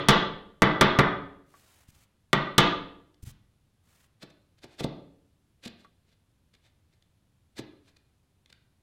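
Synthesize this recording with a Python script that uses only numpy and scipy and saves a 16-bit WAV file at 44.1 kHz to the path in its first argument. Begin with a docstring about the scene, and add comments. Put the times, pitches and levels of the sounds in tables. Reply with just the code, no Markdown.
"""In a small workshop, a mallet drives a chisel into a board on a workbench, and its sharp blows overload the input.
Each blow is a crack, a rattle of board and chisel, a note of the handle and a low swing of the bench top.
Then the chisel pares by hand pressure: snapping fibres crunch, the blade rings along and lands with a soft thud.
Sliding fingers hiss, the board is bumped and gives small tocks; echoes, a steady rumble, hiss and a thin
whine lie behind it all."""
import sys
import numpy as np
from scipy import signal
from scipy.fft import rfft, irfft
from scipy.io import wavfile
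from scipy.ndimage import uniform_filter1d

SR = 44100
rng = np.random.default_rng(int(sys.argv[2]) if len(sys.argv) > 2 else 0)


def persist_wave(psi):
    """Save psi, clipped to +-1, as 16-bit WAV."""
    counts = np.round(np.clip(psi, -1, 1) * 32767).astype(np.int16)
    wavfile.write(sys.argv[1], SR, np.atleast_2d(counts).T)


N = 388962

LEAD_S = 0.5  # computed before the start, so that an earlier blow can still be heard dying away
TIME = np.arange(-int(LEAD_S * SR), N) / SR
AGE = np.arange(SR) / SR  # time since a single sound began [s]


def undb(db):
    """Turn decibels into a gain."""
    return 10 ** (np.asarray(db) / 20)


def unit(x):
    """Scale to an rms of 1."""
    return x / np.std(x)


def along(points, hz):
    """Read a curve of (frequency [Hz], value) points on a logarithmic frequency axis."""
    f, value = np.transpose(points)
    return np.interp(np.log(hz + 1), np.log(f), value)


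def through(x, response):
    """Pass a sound through an impulse response."""
    return signal.fftconvolve(x, response)[:len(x)]


def soften(x, hz, order=2):
    """Low-pass: a longer contact takes away the treble."""
    lowpass = signal.butter(order, min(hz, SR / 2 - 1), fs=SR, output="sos")
    return signal.sosfilt(lowpass, x)


def fade(t60):
    """Exponential decay that loses 60 dB in t60 seconds."""
    return np.exp(-np.log(1000) * AGE / t60)


def swing(hz, t60):
    """One damped vibration: a sine that fades."""
    return np.sin(2 * np.pi * hz * AGE) * fade(t60)


def scatter(envelope, smooth_hz=150):
    """Many tiny random echoes under an envelope, with an even overall spectrum."""
    spectrum = rfft(rng.standard_normal(SR) * envelope)
    power = uniform_filter1d(np.abs(spectrum) ** 2, smooth_hz)  # the bins are 1 Hz apart
    return irfft(spectrum / np.sqrt(power)) * (envelope > undb(-75))


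def add(track, s, sound):
    """Mix a sound in at time s."""
    i = np.searchsorted(TIME, s)
    track[i:i + len(sound)] += sound[:len(track) - i]


def resonator(bed, modes=(), size=16384):
    """Impulse response of an object: a broad spectrum with resonances on top, reacting as early as it can."""
    freq = np.fft.rfftfreq(size, 1 / SR)
    power = undb(along(bed, freq)) ** 2
    for hz, width, db in modes:
        power = power + undb(db) ** 2 / (1 + ((freq - hz) / width) ** 2) ** 2
    # folding the cepstrum forward in time gives the minimum-phase response
    cepstrum = irfft(np.log(power) / 2)
    cepstrum[1:size // 2] *= 2
    cepstrum[size // 2 + 1:] = 0
    return irfft(np.exp(rfft(cepstrum)))


def colour(x, points):
    """Filter with a curve of (frequency [Hz], gain [dB]) points."""
    return through(x, resonator(points))


# tone of the steady background: (frequency [Hz], relative level [dB])
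AIR = [(20, -11), (40, -9), (65, -2), (93, 0), (150, -6), (200, -9), (300, -15), (450, -21), (950, -26),
       (2000, -30), (3600, -30), (5700, -35), (11000, -36), (16000, -45)]


def background(air_db=-68.7, whine_hz=10960, whine_db=-98.5):
    """Low room rumble and hiss are filtered noise; a thin electrical whine is a sine."""
    air = undb(air_db) * unit(colour(rng.standard_normal(len(TIME)), AIR))
    whine = undb(whine_db) * unit(np.sin(2 * np.pi * whine_hz * TIME))
    return air + whine


# the workshop's echoes: (band centre [Hz], decay by 60 dB [s], level against the sound sent in [dB])
ROOM = [(60.4, 0.84, -6.5), (160, 0.62, -6), (354, .69, -4.5), (900, 0.55, -2.5), (1999, 0.5, -4),
        (3740, 0.5, -6.5), (5560, 0.37, -12.5), (8600, 0.062, -11), (15000, 0.2, -17.5)]


def workshop(x, first_echo_s=0.0016, build_s=0.0076, common_t60=0.62, tail_s=0.78):
    """Wall echoes build up within milliseconds and then die away, each band at its own pace."""
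    onset = 1 - np.exp(-np.maximum(AGE - first_echo_s, 0) / build_s)
    echoes = rfft(scatter(onset * fade(common_t60), smooth_hz=30))
    freq = np.fft.rfftfreq(SR, 1 / SR)
    centres = np.array(ROOM)[:, 0]
    tail = 0
    for share, (hz, t60, db) in zip(np.eye(len(ROOM)), ROOM):
        # each band fades into its neighbours
        band = irfft(echoes * along(np.c_[centres, share], freq))
        # trade the common decay for the band's own, at about the same energy
        own_decay = fade(t60) / fade(common_t60) * np.sqrt(common_t60 / t60)
        tail = tail + undb(db) * band * own_decay
    return through(x, tail[AGE < tail_s])


# skin sliding over steel and wood: (start [s], end [s], level before the bass cut [dB])
RUBS = [(1.44, 1.881, -65), (1.872, 1.912, -62.5), (1.9, 2.06, -66), (3.222, 3.242, -51),
        (3.246, 3.32, -53), (3.818, 4.081, -68.5)]
# tone of the sliding skin: (frequency [Hz], relative level [dB])
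SKIN = [(100, -4), (600, 1.5), (1500, 0.5), (3000, -1), (5000, -3.5), (7500, -2.5), (11000, -5.5),
        (16000, -9.5)]
RUB_CYCLES = 110  # the bass cut-off is this many cycles over the rub's length


def fingers(swell_share=0.3, stop_share=0.15, grain_db=1.76, grain_samples=300):
    """Skin hisses unevenly as the grip slides, swelling and then stopping short; quick rubs are brighter."""
    grain = unit(uniform_filter1d(rng.standard_normal(len(TIME)), grain_samples))
    skin_noise = colour(rng.standard_normal(len(TIME)), SKIN)
    hiss = unit(undb(grain_db * grain) * skin_noise)
    out = 0
    for start, end, db in RUBS:
        done = (TIME - start) / (end - start)
        slide = np.clip(np.minimum(done / swell_share, (1 - done) / stop_share), 0, 1)
        bass = soften(hiss, RUB_CYCLES / (end - start), order=1)
        out = out + undb(db) * slide * (hiss - bass)
    return out


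# resonances of board and bench: (frequency [Hz], width [Hz], relative level [dB])
WOOD = [(78, 12, -9), (137, 22, 3), (168, 22, -1), (192, 16, -4), (216, 24, -1), (300, 22, 0), (374, 18, 1),
        (464, 20, -7), (556, 20, -8), (659, 20, -6), (886, 30, -4), (1151, 40, -3), (1204, 30, 2),
        (1345, 40, -6), (1414, 40, -7), (1537, 40, -8), (2009, 50, -6)]
# short, overlapping resonances under them: (frequency [Hz], relative level [dB])
WOOD_BED = [(30, -5.5), (60, -17.5), (110, -12.5), (200, -5), (420, -4.5), (720, -10), (950, -8),
            (1300, -10), (1900, -8.5), (2350, -13), (2800, -27), (5000, -34), (16000, -51)]


def knocks(events, knock_db, knock_t60, bass_hz, top_hz):
    """Each soft push makes the padded board swing for a few cycles, with a dull woody knock."""
    out, board = np.zeros(len(TIME)), resonator(WOOD_BED, WOOD)
    for s, db, hz, t60 in events:
        knock = undb(knock_db) * through(scatter(fade(knock_t60)), board)
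        knock = knock - soften(knock, bass_hz, order=1)  # remove the bass
        add(out, s, undb(db) * soften(swing(hz, t60) + knock, top_hz, order=4))
    return out


# small hollow tocks of the board: (time [s], level of the swing before softening [dB])
TOCKS = [(1.54, -49), (5.847, -50)]


def tocks(hz=1137, t60=0.097):
    """Now and then the board gives a small, dry tock: a high swing and a knock without bass."""
    events = [(s, db, hz, t60) for s, db in TOCKS]
    return knocks(events, knock_db=38, knock_t60=0.059, bass_hz=894, top_hz=2000)


# a finger bumps the board: (time [s], level of the swing before softening [dB])
BUMPS = [(1.885, -44.5), (1.96, -53.5), (3.229, -31.5), (3.268, -32)]
LANDING_SHARE = 0.102  # the blade lands this share of a stroke's length after the peak


def thuds(bump_hz=96, bump_t60=0.056):
    """The blade lands on the board at the end of each stroke, and fingers bump it."""
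    landings = [(s + LANDING_SHARE * length, db, hz, t60) for s, _, length, _, db, hz, t60 in STROKES]
    bumps = [(s, db, bump_hz, bump_t60) for s, db in BUMPS]
    return (knocks(landings, knock_db=38, knock_t60=0.069, bass_hz=40, top_hz=720)
            + knocks(bumps, knock_db=35.5, knock_t60=0.048, bass_hz=50.62, top_hz=218))


def pressure(s, db, length, rise=0.57, roundness=1.15):
    """The push on the edge swells to a peak at s and gives way; returns its start and its shape."""
    # rise is the share spent swelling; roundness 1 is a pointed peak, 2 a bell
    along_push = np.arange(-2, 4, 1 / (length * SR))
    away = np.maximum(-along_push / rise, along_push / (1 - rise))
    return s - 2 * length, undb(db) * np.exp(-away ** roundness)


# paring strokes, each a crunch that ends in a thud: (time of the peak [s], crunch level [dB],
# length [s], blade ring against the crunch [dB], thud level before softening [dB],
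# thud pitch [Hz], thud decay by 60 dB [s])
STROKES = [(4.23, -48, .016, -5, -37.5, 245, .01), (4.641, -47.5, 0.016, -14, -40, 272, 0.014),
           (4.804, -37.5, .016, -11, -24, 250, 0.011), (4.843, -40.5, .011, 2.5, -18, 260.4, 0.0073),
           (5.658, -47, .016, 1, -36, 233.3, 0.083), (7.59, -40.5, 0.0181, -6.5, -30.5, 312, 0.048)]
# light touches of the edge, from ticks to short scrapes: (time of the peak [s], level [dB], length [s])
TOUCHES = [(3.145, -70, 0.0041), (4.305, -65, 0.011), (4.589, -66.5, .012), (4.734, -63.5, 0.06),
           (5.64, -54, 0.014), (5.679, -46.5, 0.007), (5.807, -66.5, .04), (5.849, -68.5, .012),
           (6.095, -74, 0.039), (6.13, -71, 0.02), (6.54, -66, 0.0056), (6.551, -65, .01),
           (6.662, -66.5, 0.042), (6.938, -73, .025), (7.025, -71, 0.0036), (7.571, -60.5, 0.0081),
           (7.886, -64.5, 0.04), (7.969, -61, .006), (8.461, -62, 0.0022), (8.503, -63, .01),
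           (8.528, -53.5, 0.0023)]
# tone of the breaking fibres: (frequency [Hz], relative level [dB])
FIBRES = [(60, -14), (200, 3), (650, 2), (1050, -4), (1800, 1), (2700, -2), (4000, 0), (5500, -6),
          (8000, -11), (12000, -17), (16000, -24)]
# resonances of the hand-held blade: (frequency [Hz], width [Hz], relative level [dB])
BLADE = [(1570, 70, -4), (2010, 80, -1), (2450, 120, -3), (3540, 160, 3), (4090, 120, -1), (4670, 120, -5),
         (7700, 300, -12)]
# the blade's broad rasp: (frequency [Hz], relative level [dB])
BLADE_BED = [(600, -25), (1200, -16), (1800, -9), (4300, -10), (6000, -16), (10000, -22), (16000, -32)]
# a brief touch leaves the blade free to ring, a long one damps it: a typical length and its ring
TOUCH_S, TOUCH_RING_DB, DAMPING_DB_PER_DOUBLING = 0.0065, 2.5, 3.9


def paring(snaps_per_s=6000, spread_db=3, snap_hz=13000):
    """Fibres snap in a dense crackle that swells until the chip gives way; the blade rings along."""
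    snaps = (rng.random(len(TIME)) < snaps_per_s / SR) * rng.choice([-1, 1], len(TIME))
    snaps = snaps * undb(spread_db * rng.standard_normal(len(TIME)))  # some snap harder
    snaps = soften(unit(snaps), snap_hz, order=1)
    contacts = [(s, db, length, ring_db) for s, db, length, ring_db, *_ in STROKES]
    for s, db, length in TOUCHES:
        damping_db = DAMPING_DB_PER_DOUBLING * np.log2(length / TOUCH_S)
        contacts.append((s, db, length, TOUCH_RING_DB - damping_db))
    in_wood, in_blade = np.zeros((2, len(TIME)))
    for s, db, length, ring_db in contacts:
        start, push = pressure(s, db, length)
        add(in_wood, start, push)
        add(in_blade, start, push * undb(ring_db))
    fibres, blade = resonator(FIBRES), resonator(BLADE_BED, BLADE)
    crunch = through(snaps * in_wood, fibres / np.linalg.norm(fibres))
    ring = through(snaps * in_blade, blade / np.linalg.norm(blade))
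    return crunch + ring


# swings of the bench top: (frequency [Hz], decay by 60 dB [s], level against the force [dB])
BENCH = [(142.2, .26, -51), (198, 0.29, -52.5)]


def bench():
    """The bench top swings at its own low pitches under each blow."""
    thump = sum(undb(db) * swing(hz, t60) for hz, t60, db in BENCH)
    out = np.zeros(len(TIME))
    for s, force_db, _, _ in BLOWS:
        add(out, s, undb(force_db) * thump)
    return out


# mallet blows, the first just before the start: (time [s], force [dB],
# squareness: how much the chisel rings [dB], handle note [dB])
BLOWS = [(-.17, 35.5, 1.5, -19), (0.0857, 36, 1.5, -21.5), (0.62, 34, -6, -17), (0.8106, 35, -3, -23.5),
         (0.9884, 34, -8, -21), (2.3303, 28.5, -3, -4), (2.5804, 34.5, 2, -18)]
# resonances of chisel and handle: (frequency [Hz], width [Hz], relative level [dB])
CHISEL = [(2620, 60, -14), (2999, 60, -7), (3504, 80, -7), (3880, 70, -14)]
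# the broad clack of the handle: (frequency [Hz], relative level [dB])
CHISEL_BED = [(1500, -28.5), (2400, -19), (3400, -6), (4200, -15), (4900, -20), (6500, -22.5),
              (8500, -24.5), (11000, -24.5), (16000, -25)]
# a squarer blow is a shorter contact: its cut-off at 0 dB, and the squareness that doubles it
CONTACT_HZ, SQUARE_DB_PER_OCTAVE = 6400, 15
HANDLE_HZ, HANDLE_T60_S = 1907, 0.03  # the handle's one clear note


def mallet(board_t60=0.055, clack_t60=0.024, note_db=-34, crack_db=-31.5, crack_t60=0.014, crack_hz=11000):
    """Each blow cracks on the handle and rattles through board and chisel, never quite the same twice."""
    out = np.zeros(len(TIME))
    board, handle = resonator(WOOD_BED, WOOD), resonator(CHISEL_BED, CHISEL)
    note = undb(note_db) * swing(HANDLE_HZ, HANDLE_T60_S)
    for s, force_db, square_db, handle_db in BLOWS:
        wood = through(scatter(fade(board_t60)), board)
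        chisel = through(scatter(fade(clack_t60)), handle)
        crack = undb(crack_db + square_db) * soften(scatter(fade(crack_t60)), crack_hz)
        contact_hz = CONTACT_HZ * 2 ** (square_db / SQUARE_DB_PER_OCTAVE)
        ringing = wood + undb(square_db) * chisel + undb(handle_db) * note
        add(out, s, undb(force_db) * (crack + soften(ringing, contact_hz)))
    return out


def scene(blow_room_db=0.0, hand_room_db=-1):
    """Mix all sources; the mallet, striking higher up, fills a little more of the room than the handwork."""
    blows = mallet()
    handwork = paring() + thuds() + fingers()
    room = workshop(undb(blow_room_db) * blows + undb(hand_room_db) * handwork)
    mix = background() + room + tocks() + handwork + bench() + blows
    return mix[None, -N:]  # drop the lead-in


def record(dry, clip_db=-9.9, top_hz=15900):
    """The overloaded input flattens every peak above its limit; then the top is cut."""
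    limit = undb(clip_db)
    clipped = np.clip(dry, -limit, limit)
    top_cut = signal.ellip(10, 0.1, 80, top_hz, fs=SR, output="sos")
    return signal.sosfilt(top_cut, clipped)


dry = scene()
out = record(dry)
persist_wave(out)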